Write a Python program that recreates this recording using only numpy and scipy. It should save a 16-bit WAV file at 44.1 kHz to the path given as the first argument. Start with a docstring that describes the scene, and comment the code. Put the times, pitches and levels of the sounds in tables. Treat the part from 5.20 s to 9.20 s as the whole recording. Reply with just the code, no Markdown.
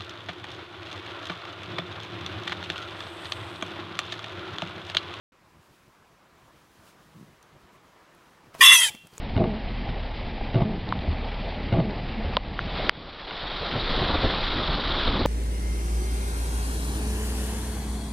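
"""Squeal in a wooded pig pen

A phone microphone hears a distant hum and leaf rustle, one soft grunt, twig ticks and hoof thuds.
Then a pig squeals: two oscillators in its throat, a whistle and a slower flutter, combine into a ladder
of rough lines over breathy noise; trees and a far wall answer faintly. Pulses through chest resonances make
the grunt, damped sines with noise bursts the ticks and thuds, and shaped noise the hum and rustle."""
import sys
import numpy as np
from scipy import signal
from scipy.fft import rfft, irfft, next_fast_len
from scipy.io import wavfile
from scipy.ndimage import uniform_filter1d, minimum_filter1d, map_coordinates

SR = 44100
rng = np.random.default_rng(int(sys.argv[2]) if len(sys.argv) > 2 else 0)


def unload_wav(signal):
    """Save mono or channel-first audio to the path in sys.argv[1] as 16-bit WAV at rate SR, clipped to [-1, 1]."""
    wavfile.write(
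        sys.argv[1],
        SR,
        np.round(np.clip(np.atleast_2d(signal).T, -1, 1) * 32767).astype(np.int16),
    )


N = 176400  # samples


def amp(db):
    """Level: decibels to an amplitude ratio."""
    return 10 ** (np.asarray(db) / 20)


def unit(x):
    """Normalization: scale to an rms of 1."""
    return x / np.sqrt(np.mean(np.abs(x) ** 2) + 1e-20)


def along(points, hz):
    """Logarithmic frequency scale: interpolate (f/Hz, value) points along it."""
    f, value = np.transpose(points)
    return np.interp(np.log(hz + 1), np.log(f + 1), value)


def curves(rows):
    """Linear interpolation: one value per sample for each column after the time."""
    times, *columns = np.transpose(rows)
    return [np.interp(np.arange(N) / SR, times, column) for column in columns]


def wobble(rate):
    """Random fluctuation: a smooth curve through normal draws, rate knots a second."""
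    return map_coordinates(rng.standard_normal(N // 20), [np.arange(N) * rate / SR])


def filtered(x, response):
    """Linear filtering: multiply the spectrum by a response of frequency."""
    m = next_fast_len(N + SR // 2)
    return irfft(rfft(x, m) * response(np.fft.rfftfreq(m, 1 / SR)), m)[..., :N]


def resonance(f, hz, wide_hz):
    """Simple resonance: the response of one damped oscillator, 1 at its peak."""
    return 1j * f * wide_hz / (hz * hz - f * f + 1j * f * wide_hz)


def rush(spectrum, patchy_db):
    """Shaped noise: a spectral envelope over noise with patches of random gain, at rms 1."""
    z = signal.stft(rng.standard_normal(N), nperseg=512)[2]
    field = uniform_filter1d(rng.standard_normal(z.shape), size=6, axis=0)  # smooth in frequency
    field = uniform_filter1d(field, size=8, axis=1)  # smooth in time
    patchy = signal.istft(z * amp(patchy_db * unit(field)), nperseg=512)[1][:N]
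    return unit(filtered(patchy, lambda hz: amp(along(spectrum, hz))))


ROUGH, ROUGH_RATE = .3, 200  # share of random shaking (0-1), its knots per second


def rough_line(phase, rough=ROUGH, faster=1):
    """Random modulation: shaking a line's amplitude and phase widens it; rms 1."""
    random_part = wobble(faster * ROUGH_RATE) + 1j * wobble(faster * ROUGH_RATE)
    shake = 1 - rough + rough * random_part
    return unit((shake * np.exp(1j * phase)).real)


# Course of the squeal: t/s, whistle f/Hz, line over it f/Hz, line under it f/Hz, then level/dB of: line under,
# whistle, line over, throat rasp, line over the doubled whistle, treble
SQUEAL_COURSE = [(3.412, 2832, 3308, 1900, -14, -29, -33, -26, -22.5, -25),
                 (3.43, 2839, 3340, 1959, -13, -17.5, -15, -15, -34, -21.5),
                 (3.445, 2720, 3390, 1951, -20, -15, -7, -20, -31.5, -17),
                 (3.47, 2740, 3476, 2040, -26.5, -11.5, -8.5, -24, -21, -21),
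                 (3.49, 2722, 3428, 2005, -26.5, -18.5, -10, -31, -32.5, -22),
                 (3.51, 2741, 3437, 2076, -25, -15, -15, -27, -24.5, -25),
                 (3.53, 2730, 3415, 2037, -22.5, -14, -13, -30, -25, -20),
                 (3.552, 2754, 3400, 2100, -35, -18, -18.5, -28, -21.5, -24),
                 (3.566, 2621, 3270, 1968, -29, -22.5, -17.5, -38, -19, -26),
                 (3.59, 2616, 3276, 1996, -33, -26, -23.5, -39.5, -23.5, -25.5),
                 (3.61, 2587, 3214, 1967, -25, -44, -20.5, -41.5, -51, -25),
                 (3.632, 2585, 3160, 1987, -35.5, -34, -18, -43.5, -48, -27.5),
                 (3.655, 2492, 3135, 1792, -31, -33.5, -27.5, -43.5, -61, -26.5),
                 (3.675, 2550, 3085, 1645, -38, -46, -27, -49, -58, -29),
                 (3.695, 2280, 2990, 1660, -46, -33, -42, -46, -64, -34.5)]
# Weaker combination lines: multiple of whistle, multiple of flutter, level/dB relative to the treble
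COMBINATION_LINES = [(2, -1, -16), (2, 0, -13), (2, 2, -18), (2, 3, -11), (3, 0, -10), (3, 1, -9),
                     (3, 2, -9), (3, 3, -9), (3, 4, -8), (4, 0, -9), (4, 1, -11), (4, 2, -16), (1, 2, -14)]
# Lines at half-flutter steps from the whistle: offset in flutters (rounded to the nearest half, so one falls on
# the whistle itself), level/dB relative to the strong lines
SIDE_LINES = [(1.5, -14.5), (0.25, -19), (-0.75, -28.5)]
# Plain lower note on which the voice first catches: multiple of its fundamental, level/dB
CATCH_NOTE = [(1, -44), (3, -9.5), (4, -15.5), (5, -20), (8, -20)]
# Spectrum of the breath noise: f/Hz, relative level/dB
BREATH_SPECTRUM = [(290, -71.5), (500, -51.5), (1030, -20.5), (1590, -13.5), (2000, 7), (2450, -22.5),
                   (2680, -7), (2880, -7.5), (3370, 5), (4250, -10.5), (5930, -11.5), (7050, -4.5),
                   (10900, -9.5), (15200, -20.5), (15800, -33)]
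# Hollows of the mouth: f/Hz, width/Hz, depth (0-1)
MOUTH_HOLLOWS = [(4186, 170, .95), (6980, 270, 0.3), (12900, 500, .95)]
ATTACK_S, RELEASE_S = .0079, .012  # before the first row and after the last
DRIFT_RAD, DRIFT_RATE = .35, 90  # phase drift, its knots per second
LADDER_ROUGH, FADE_DB, FADE_RATE = .65, 5, 30  # shaking share; each line's fading, its knots per second
CATCH_HZ, CATCH_T60_S = 603.3, .091
FLUTTER_DB = -29.5  # the bare flutter, relative to the treble
RASP_HZ, RASP_SAG_HZ_PER_S2, RASP_ROUGH = 1099, 3000, .6
SIDE_LINES_END_S, SIDE_LINES_FADE_S = 3.56, .016
BREATH_LOW_DB, BREATH_HIGH_DB, SPLIT_HZ = -6, -1, 3600  # relative to strong lines; to treble; band edge


def squeal():
    """Nonlinear coupling: whistle and flutter form sum and difference lines, with rasp and breath."""
    (whistle, over, under, under_db, whistle_db, over_db,
     rasp_db, double_db, treble_db) = curves(SQUEAL_COURSE)
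    start, end = SQUEAL_COURSE[0][0], SQUEAL_COURSE[-1][0]
    t = np.arange(N) / SR - start
    attack = np.clip(t / ATTACK_S + 1, 0, 1) ** 2
    release = np.clip((end - start - t) / RELEASE_S + 1, 0, 1) ** 2

    # Phase is the integral of frequency, plus a drift
    fast, slow, below = [2 * np.pi * np.cumsum(hz) / SR + DRIFT_RAD * wobble(DRIFT_RATE)
                         for hz in (whistle, over - whistle, under)]

    voice = amp(under_db) * rough_line(below)
    voice += amp(whistle_db) * rough_line(fast)
    voice += amp(over_db) * rough_line(fast + slow)
    voice += amp(double_db) * rough_line(2 * fast + slow)
    for m, k, db in COMBINATION_LINES:
        level = amp(treble_db + db + FADE_DB * wobble(FADE_RATE))
        voice += level * rough_line(m * fast + k * slow, LADDER_ROUGH, faster=m / 2)
    voice += amp(treble_db + FLUTTER_DB) * rough_line(slow)

    catch_decay = amp(-60 * np.abs(t) / CATCH_T60_S)
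    for k, db in CATCH_NOTE:
        voice += catch_decay * amp(db) * rough_line(2 * np.pi * round(k) * CATCH_HZ * t)

    effort = np.sqrt(amp(under_db) ** 2 + amp(whistle_db) ** 2 + amp(over_db) ** 2)  # the strong lines
    fading = np.clip((SIDE_LINES_END_S - start - t) / SIDE_LINES_FADE_S, 0, 1)
    for k, db in SIDE_LINES:
        voice += effort * fading * amp(db) * rough_line(fast + round(2 * k) / 2 * slow, LADDER_ROUGH)

    rasp_phase = 2 * np.pi * (RASP_HZ * t - RASP_SAG_HZ_PER_S2 * t ** 3 / 3)
    rasp = amp(rasp_db) * rough_line(rasp_phase, RASP_ROUGH)

    breath = rush(BREATH_SPECTRUM, patchy_db=2.5) * (1 + .5 * np.cos(slow))  # the flutter chops it
    low = amp(BREATH_LOW_DB) * effort * unit(filtered(breath, lambda f: f < SPLIT_HZ))
    high = amp(treble_db + BREATH_HIGH_DB) * unit(filtered(breath, lambda f: f >= SPLIT_HZ))

    sound = attack * release * (voice + rasp + low + high)
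    return filtered(sound, lambda f: np.prod(
        [1 - depth * resonance(f, hz, wide) for hz, wide, depth in MOUTH_HOLLOWS], axis=0))


# Course of the grunt: t/s, mean pulse rate f/Hz, level/dB
GRUNT_COURSE = [(1.945, 155, -58), (1.96, 144, -49.5), (2.0, 86, -47), (2.035, 74, -43), (2.055, 99, -62)]
# Chest resonances, each applied twice: f/Hz, width/Hz of one pass, relative level/dB
CHEST_RESONANCES = [(167, 130, 4), (340, 140, -17)]


def grunt():
    """Source and filter: uneven throat pulses, slowing for most of the grunt, ring the chest."""
    rate, db = curves(GRUNT_COURSE)
    t = np.arange(N) / SR
    cycles = np.cumsum(rate * (1 + .15 * wobble(74))) / SR
    pulses = np.diff(np.floor(cycles), prepend=0)  # one pulse per whole cycle
    pulses = pulses * amp(2 * wobble(90))

    def chest(f):
        """Parallel resonances: neighbours add with opposite sign."""
        return sum((-1) ** k * amp(gain) * resonance(f, hz, wide) ** 2
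                   for k, (hz, wide, gain) in enumerate(CHEST_RESONANCES))
    sounding = (t > GRUNT_COURSE[0][0]) * (t < GRUNT_COURSE[-1][0])
    return unit(filtered(pulses, chest)) * amp(db) * sounding


# Snapping twigs: t/s, initial level/dB, ring f/Hz
TWIG_TICKS = [(2.228, -43, 6200), (2.95, -52, 11000), (3.344, -39, 2960), (3.35, -36, 1000),
              (3.75, -33.5, 2220), (3.8, -50, 2600), (3.87, -39, 1400), (3.872, -43, 10520),
              (3.937, -42.5, 4430), (3.98, -26.5, 6780)]
# Hooves on soil: t/s, initial level/dB, ring f/Hz
HOOF_THUDS = [(1.28, -49, 62), (2.36, -48.5, 160), (3.348, -38.5, 654), (3.394, -36, 397), (3.53, -38, 60),
              (3.655, -45.5, 570), (3.70, -40, 837), (3.745, -42, 226), (3.836, -48.5, 176.7),
              (3.847, -46, 110), (3.93, -44, 108), (3.978, -43.5, 450)]


def knocks(events, t60, ring, noise_hz):
    """Impact: a damped sine (share ring) with low-passed noise, falling 60 dB in t60 seconds."""
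    out, t = np.zeros(N + SR), np.arange(SR // 10) / SR
    lowpass = signal.butter(2, noise_hz, fs=SR, output="sos")
    for start, db, hz in events:
        noise = unit(signal.sosfilt(lowpass, rng.standard_normal(len(t))))
        body = ring * np.sin(2 * np.pi * hz * t) + (1 - ring) * noise
        out[round(start * SR):][:len(t)] += amp(db - 60 * t / t60) * body
    return out[:N]


# Reverberation of the trees: f/Hz, t60/s
TREE_DECAY = [(300, 0.32), (1900, .35), (3000, 0.52), (5000, 0.24), (10000, 0.27)]
TREES_DELAY_S = .03


def trees(x):
    """Diffuse reverberation: a noise tail in which each frequency decays at its own rate."""
    hz, t, z = signal.stft(rng.standard_normal(SR * 2 // 3), SR, nperseg=256)
    decay = amp(-60 * t / along(TREE_DECAY, hz)[:, None])
    tail = signal.istft(z * decay, SR, nperseg=256)[1]
    delayed = np.pad(x, (round(TREES_DELAY_S * SR), 0))
    return signal.fftconvolve(delayed, tail / np.linalg.norm(tail))[:N]


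FAR_S, FAR_HZ, FAR_WIDE_HZ = .29, 2750, 500  # delay, centre and width of the reflected band


def far_wall(x):
    """Discrete echo: a late, band-limited reflection smeared by a short decaying noise."""
    t = np.arange(SR // 20) / SR
    smear = unit(rng.standard_normal(len(t)) * amp(-60 * t / .089)) / np.sqrt(len(t))
    smeared = signal.fftconvolve(x, smear)[:N]
    # A linear phase is a pure delay
    return filtered(smeared, lambda f: resonance(f, FAR_HZ, FAR_WIDE_HZ) * np.exp(-2j * np.pi * f * FAR_S))


# Course of the background before its offsets: t/s, hum level/dB, rustle level/dB
BACKGROUND_COURSE = [(.12, -61.5, -76), (.35, -62.5, -71.5), (.55, -62.5, -68), (1, -61, -73.5),
                     (1.35, -60, -68.5), (1.5, -63, -68.5), (1.61, -59, -66.5), (1.68, -59.5, -60.5),
                     (1.76, -59.5, -69), (2.05, -61.5, -67.5), (2.2, -59.5, -72), (2.9, -59, -71.5),
                     (3.12, -59, -70.5), (3.33, -60, -71), (3.35, -48.5, -58), (3.375, -54.5, -60),
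                     (3.4, -53, -44), (3.7, -59, -51.5), (3.8, -65.5, -65.5), (3.91, -62, -65),
                     (3.94, -57.5, -61), (4, -59.5, -55.5)]
# Spectrum of the hum: f/Hz, relative level/dB
HUM_SPECTRUM = [(15, -37), (25, -8), (172, -2.5), (242, -8), (364, -5), (411, -9), (890, -9), (957, -6),
                (1710, -12.5), (1970, -14), (8000, -32.5), (10400, -81.5), (17600, -120)]
# Spectrum of the leaf rustle: f/Hz, relative level/dB
LEAF_SPECTRUM = [(1470, -29), (2500, -2.5), (5050, -5), (8940, -8.5), (11100, -8.5), (14700, -13),
                 (15800, -10.5)]
HUM_OFFSET_DB, RUSTLE_OFFSET_DB = 2.5, 1
BASS_LUMPS_DB, RUSTLE_WAVER_DB = 3.5, 1  # depths of random level change


def woods():
    """Stationary noise under slow modulation: a far hum with lumpy bass, and rustling leaves."""
    hum_db, rustle_db = curves(BACKGROUND_COURSE)
    hum = rush(HUM_SPECTRUM, patchy_db=1.5)
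    bass = filtered(hum, lambda f: 1 / (1 + (f / 250) ** 4))
    hum = hum - bass + bass * amp(BASS_LUMPS_DB * wobble(25))
    rustle_level = amp(rustle_db + RUSTLE_OFFSET_DB + RUSTLE_WAVER_DB * wobble(22))
    return amp(hum_db + HUM_OFFSET_DB) * hum + rustle_level * rush(LEAF_SPECTRUM, patchy_db=0)


def scene():
    """Superposition: sources and reflections add at one microphone, copied to two channels."""
    pig = squeal()
    answers = amp(-27) * trees(pig) + amp(-45) * far_wall(pig)
    ticks = knocks(TWIG_TICKS, t60=.01, ring=.59, noise_hz=12000)
    thuds = knocks(HOOF_THUDS, t60=.09, ring=.59, noise_hz=600)
    mono = pig + answers + grunt() + ticks + thuds + woods()
    return np.array([mono, mono])


CEILING, LOOK_S = .98, .003  # limiter peak amplitude and look-ahead
OPENS_S, OPENING_S = .12, .0016  # silence before the microphone opens, then its fade-in
BASS_CUT_HZ, TOP_HZ = 36, 15800


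def record(dry):
    """Transducer limits: a peak limiter, a late opening, a first-order bass cut and a sharp band limit."""
    look = round(LOOK_S * SR)
    need = np.minimum(1, CEILING / (np.abs(dry) + 1e-9))
    limited = dry * uniform_filter1d(minimum_filter1d(need, size=2 * look + 1), size=look)
    opening = np.clip((np.arange(N) / SR - OPENS_S) / OPENING_S, 0, 1)
    return filtered(limited * opening, lambda hz: (hz < TOP_HZ) * (1j * hz / (BASS_CUT_HZ + 1j * hz)))


dry = scene()
out = record(dry)
unload_wav(out)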